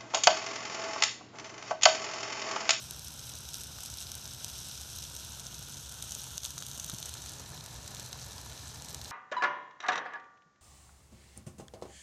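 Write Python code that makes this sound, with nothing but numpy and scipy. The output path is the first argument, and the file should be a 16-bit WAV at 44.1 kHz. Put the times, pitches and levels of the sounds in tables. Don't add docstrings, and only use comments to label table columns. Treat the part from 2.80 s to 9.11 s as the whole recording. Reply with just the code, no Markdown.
import sys
import numpy as np
from scipy import signal
from scipy.fft import rfft, irfft
from scipy.io import wavfile
from scipy.ndimage import uniform_filter1d

SR = 44100
rng = np.random.default_rng(int(sys.argv[2]) if len(sys.argv) > 2 else 0)


def dump(signal):
    limited = np.clip(np.atleast_2d(signal).T, -1, 1)
    pcm = np.round(limited * 32767).astype(np.int16)
    wavfile.write(sys.argv[1], SR, pcm)


N = 278271
TIME = np.arange(N) / SR


def from_db(db):
    return 10 ** (np.asarray(db) / 20)


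def rms_one(x):
    return x / np.sqrt(np.mean(x ** 2) + 1e-20)


def energy_one(x):
    return x / np.linalg.norm(x)


def drift(per_s):
    knots = rng.standard_normal(4096)
    return rms_one(np.interp(TIME * per_s, np.arange(len(knots)), knots))


def response(spectrum, size=4096):
    hz, level_db = np.transpose(spectrum)
    grid_hz = np.maximum(np.arange(size // 2 + 1) * SR / size, 1)
    gains = rms_one(from_db(np.interp(np.log(grid_hz), np.log(hz), level_db)))
    cepstrum = irfft(np.log(gains))
    cepstrum[1:size // 2] *= 2
    cepstrum[size // 2 + 1:] = 0
    return irfft(np.exp(rfft(cepstrum)))


def coloured(x, spectrum):
    return signal.fftconvolve(x, response(spectrum))[:N]


def resonance(x, hz, width_hz):
    r = np.exp(-np.pi * width_hz / SR)
    feedback = [1, -2 * r * np.cos(2 * np.pi * hz / SR), r * r]
    return signal.lfilter(np.array([1, 0, -1]) * (1 - r * r) / 2, feedback, x + 1e-18)


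def add(track, s, sound):
    start = max(round(s * SR), 0)
    part = track[start:start + len(sound)]
    part += sound[:len(part)]


def damped_tones(rows, decay_cycles, rise_cycles, gain_db, size=8192):
    out = np.zeros(N)
    for s, peak_db, hz in rows:
        turns = hz * np.arange(size) / SR
        envelope = np.exp(-turns / decay_cycles) * (1 - np.exp(-turns / rise_cycles))
        tone = np.sin(2 * np.pi * turns) * envelope
        add(out, s, from_db(peak_db + gain_db) * tone / np.abs(tone).max())
    return out


def viewpoints(circle_s=(1.8, 3.6), sink_s=(4.08, 4.66)):
    circled = np.interp(TIME, circle_s, [0, 1])
    sunk = np.interp(TIME, sink_s, [0, 1])
    return 1 - circled, circled * (1 - sunk), circled * sunk


# (f/Hz, relative level/dB)
RUMBLE_EQ = [(22, -40), (40, -24), (55, -9), (66, 1.5), (76, -1), (92, -5.5), (120, -2.5), (135, -1.5),
             (170, -12), (240, -16.5), (320, -25), (600, -43.5)]
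RUSH_FAR_EQ = [(120, -5), (300, -1), (480, -2), (800, 0), (1000, -2), (1160, -6), (1400, 3), (1560, 0.5),
               (1950, -14), (3000, -4.5), (8000, -47)]
RUSH_NEAR_EQ = [(120, -8), (300, 0), (580, 1.5), (800, 2.5), (1000, 2), (1160, -3), (1450, -1), (1620, -5),
                (1750, 1), (1970, -18.5), (2300, -10.5), (8000, -32)]


def burner():
    near = viewpoints()[-1]
    rumble = coloured(rng.standard_normal(N), RUMBLE_EQ)
    rumble /= np.sqrt(uniform_filter1d(rumble ** 2, SR // 4) + 1e-12)
    eddies = rng.standard_normal(N) * from_db(1.82 * drift(per_s=150))
    rush = (1 - near) * coloured(eddies, RUSH_FAR_EQ) + near * coloured(eddies, RUSH_NEAR_EQ)
    windscreen = from_db(-13.5) * rms_one(resonance(rng.standard_normal(N), hz=948, width_hz=38))
    return from_db(-53 + 1.5 * near) * rumble + from_db(-59 + 1.6 * near) * (rush + windscreen)


# (t/s, relative peak level/dB, f/Hz)
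THUMP_CUES = [(2.169, -44, 80), (2.269, -51, 109), (2.794, -46, 154), (4.133, -38.5, 130),
              (4.139, -42, 198)]


def thumps():
    return damped_tones(THUMP_CUES, decay_cycles=0.63, rise_cycles=0.44, gain_db=2.5)


# (t/s, relative peak level/dB, f/Hz)
PLOP_CUES = [(0.986, -38, 1260), (3.779, -35.5, 1340), (3.823, -35, 1480), (4.096, -35, 1320),
             (4.353, -38.5, 1420), (5.357, -40, 970), (5.665, -40, 918), (6.195, -41, 715)]


def plops():
    return damped_tones(PLOP_CUES, decay_cycles=1.2, rise_cycles=0.12, gain_db=-1.5)


# (f/Hz, relative level/dB)
PAN_ABOVE_EQ = [(300, -19), (1450, -17), (2000, -18.5), (2600, -9), (3950, 0), (4480, -7), (5500, 1),
                (6300, 0.5), (7000, -8), (8000, -4), (10000, -11.5), (11700, -9), (12500, -12.5),
                (13800, -10.5)]
PAN_BESIDE_EQ = [(300, -17.5), (1400, -14), (2100, -20.5), (3100, -5.5), (3700, -3), (4900, -9.5),
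                 (6250, 1), (7200, -7), (8200, -7.5), (9500, -9.5), (10500, -15), (11800, -12.5),
                 (12800, -16), (13800, -10)]
PAN_RIM_EQ = [(300, -17), (1700, -9), (2000, -10), (2600, -8), (3400, -4), (4050, 1), (4700, -5), (6200, 1),
              (7000, -5), (7900, -4.5), (9300, -11), (11500, -12.5), (12500, -15), (13800, -11)]


def pan_responses():
    return np.array([response(eq) for eq in (PAN_ABOVE_EQ, PAN_BESIDE_EQ, PAN_RIM_EQ)])


def burst(hz, droplets, spray_db, spray_s, ring_width_hz, ring_db):
    t = np.arange(len(droplets)) / SR
    spray = energy_one(droplets * np.sqrt(t) * np.exp(-t / spray_s))
    push = (t == 0) + from_db(spray_db) * spray
    return energy_one(push + from_db(ring_db) * resonance(push, hz, ring_width_hz))


def fizz(per_s=8000, spread_db=1.5, flurry_db=1.24):
    bursting = rng.random(N) < per_s / SR
    size_db = spread_db * np.minimum(rng.exponential(1, N), 3)
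    strength = from_db(size_db + flurry_db * drift(per_s=220))
    return rms_one(bursting * strength * rng.choice([-1, 1], N))


def ticks(count=1300, range_hz=(2760, 13530), spread_db=14.5, treble_db=4.5, size=256):
    out = np.zeros(N)
    for (when, pitch, bulk), droplets in zip(rng.random((count, 3)), rng.standard_normal((count, size))):
        hz = np.interp(pitch, [0, 1], range_hz)
        tick = burst(hz, droplets, spray_db=-2.0, spray_s=0.0011, ring_width_hz=1760, ring_db=12.5)
        add(out, when * N / SR, from_db(spread_db * bulk ** 3 + treble_db * pitch) * tick)
    return rms_one(out)


# (t/s, relative level/dB)
BOIL_RIDE = [(0.0, -47), (0.37, -47), (0.88, -46), (1.49, -46), (2.14, -45.5), (2.96, -47.5), (3.35, -45.5),
             (3.83, -46), (4.25, -46.5), (4.83, -50.5), (6.0, -49), (6.3, -48)]


def sizzle(surge_db=0.75):
    boil_db = np.interp(TIME, *np.transpose(BOIL_RIDE))
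    bubbles = from_db(-2) * fizz() + from_db(-6) * ticks()
    bubbles *= from_db(boil_db + surge_db * drift(per_s=10))
    views = zip(viewpoints(), pan_responses())
    return sum(share * signal.fftconvolve(bubbles, pan)[:N] for share, pan in views)


def spatter(count=44, over_boil_db=25, spread_db=3, range_hz=(6500, 10500), spray_db=(-16, -2.5)):
    when, bulk, pitch, spray = rng.random((count, 4)).T
    s = when * TIME[-1]
    snap_db = np.interp(s, *np.transpose(BOIL_RIDE)) + over_boil_db + spread_db * (2 * bulk - 1)
    return np.transpose([s, snap_db, np.interp(pitch, [0, 1], range_hz), np.interp(spray, [0, 1], spray_db)])


def rim_echo(x, delay_s=0.00048, echo_db=-20):
    at = np.arange(len(x))
    return x + from_db(echo_db) * np.interp(at - delay_s * SR, at, x, left=0)


# (t/s, relative snap level/dB, f/Hz, spray level against the snap/dB)
SPIT_CUES = [(0.1097, -13.5, 10600, -11), (0.7437, -13, 5800, -19), (0.8087, -21.5, 6900, -6),
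             (0.8356, -18, 10000, -11), (1.0597, -18.5, 8600, -2), (1.226, -21, 6900, -10),
             (1.3177, -15, 6900, -5), (1.353, -15.5, 9800, -9), (1.456, -17.5, 4200, -15),
             (1.6457, -9.5, 7450, -15), (1.8866, -20, 9700, -11), (2.3654, -19.5, 8200, -12),
             (3.2246, -15.5, 8200, 2.5), (3.321, -12.5, 7050, -8), (3.3508, -13, 7700, -12),
             (3.5799, -8.5, 5900, -16), (3.6338, -16.5, 5800, -3), (3.6447, -14, 8100, -9),
             (3.6516, -10.5, 3700, -8), (3.6598, -14.5, 8500, -5), (3.7802, -14.5, 5500, -2),
             (3.8246, -15, 3850, -10), (3.8656, -17.5, 9000, -3), (3.9146, -16.5, 5900, -11),
             (3.9981, -15.5, 6000, 0), (4.0451, -13, 8450, -10), (4.0984, -12.5, 8700, -14),
             (4.1468, -18.5, 6650, -12), (4.1857, -17, 7660, -11), (4.228, -14.5, 3580, -10),
             (4.257, -19, 8700, 1), (4.2934, -18.5, 9700, -8), (4.3394, -19.5, 8100, 3.5),
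             (4.4611, -19, 8100, -4), (4.495, -19, 9300, -12), (4.862, -19, 8300, -12),
             (5.0778, -20.5, 7140, 0), (5.1484, -18, 8100, -15), (5.1972, -18.5, 7900, -3),
             (5.3294, -15.5, 5070, -4), (6.0224, -19.5, 7200, -12), (6.1464, -13.5, 7600, -9),
             (6.2151, -18.5, 4700, -14), (6.2462, -21, 5500, -4)]


def spits(gain_db=-1.06, size=512):
    cues = [*SPIT_CUES, *spatter()]
    out = np.zeros(N)
    shares = np.transpose(viewpoints())
    pan = pan_responses()[:, :size]
    for (s, snap_db, hz, spray_db), droplets in zip(cues, rng.standard_normal((len(cues), size))):
        snap = burst(hz, droplets, spray_db, spray_s=0.0017, ring_width_hz=3200, ring_db=4.5)
        snap += from_db(-1.5) * resonance(snap, hz=12000, width_hz=1600)
        snap += from_db(-14.5) * resonance(snap, hz=3320, width_hz=1100)
        heard = energy_one(np.convolve(rim_echo(snap), shares[round(s * SR)] @ pan))
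        spray_gain = np.hypot(1, from_db(spray_db))
        add(out, s, from_db(snap_db + gain_db) * spray_gain * heard)
    return out


def dip(start_s=3.581, fall_s=0.0064, hold_s=0.023, recovery_s=0.025, depth_db=-5.5):
    corners_s = start_s + np.cumsum([0, fall_s, hold_s, recovery_s])
    return from_db(depth_db * np.interp(TIME, corners_s, [0, 1, 1, 0]))


def scene(master_db=1.09):
    mix = sizzle() + spits() + plops() + thumps() + burner()
    return (from_db(master_db) * dip() * mix)[None]


def record(dry, cutoff_hz=13950):
    low_pass = signal.firwin(201, cutoff_hz, window=("kaiser", 6), fs=SR)
    return signal.fftconvolve(dry, low_pass[None], mode="same")


dry = scene()
out = record(dry)
dump(out)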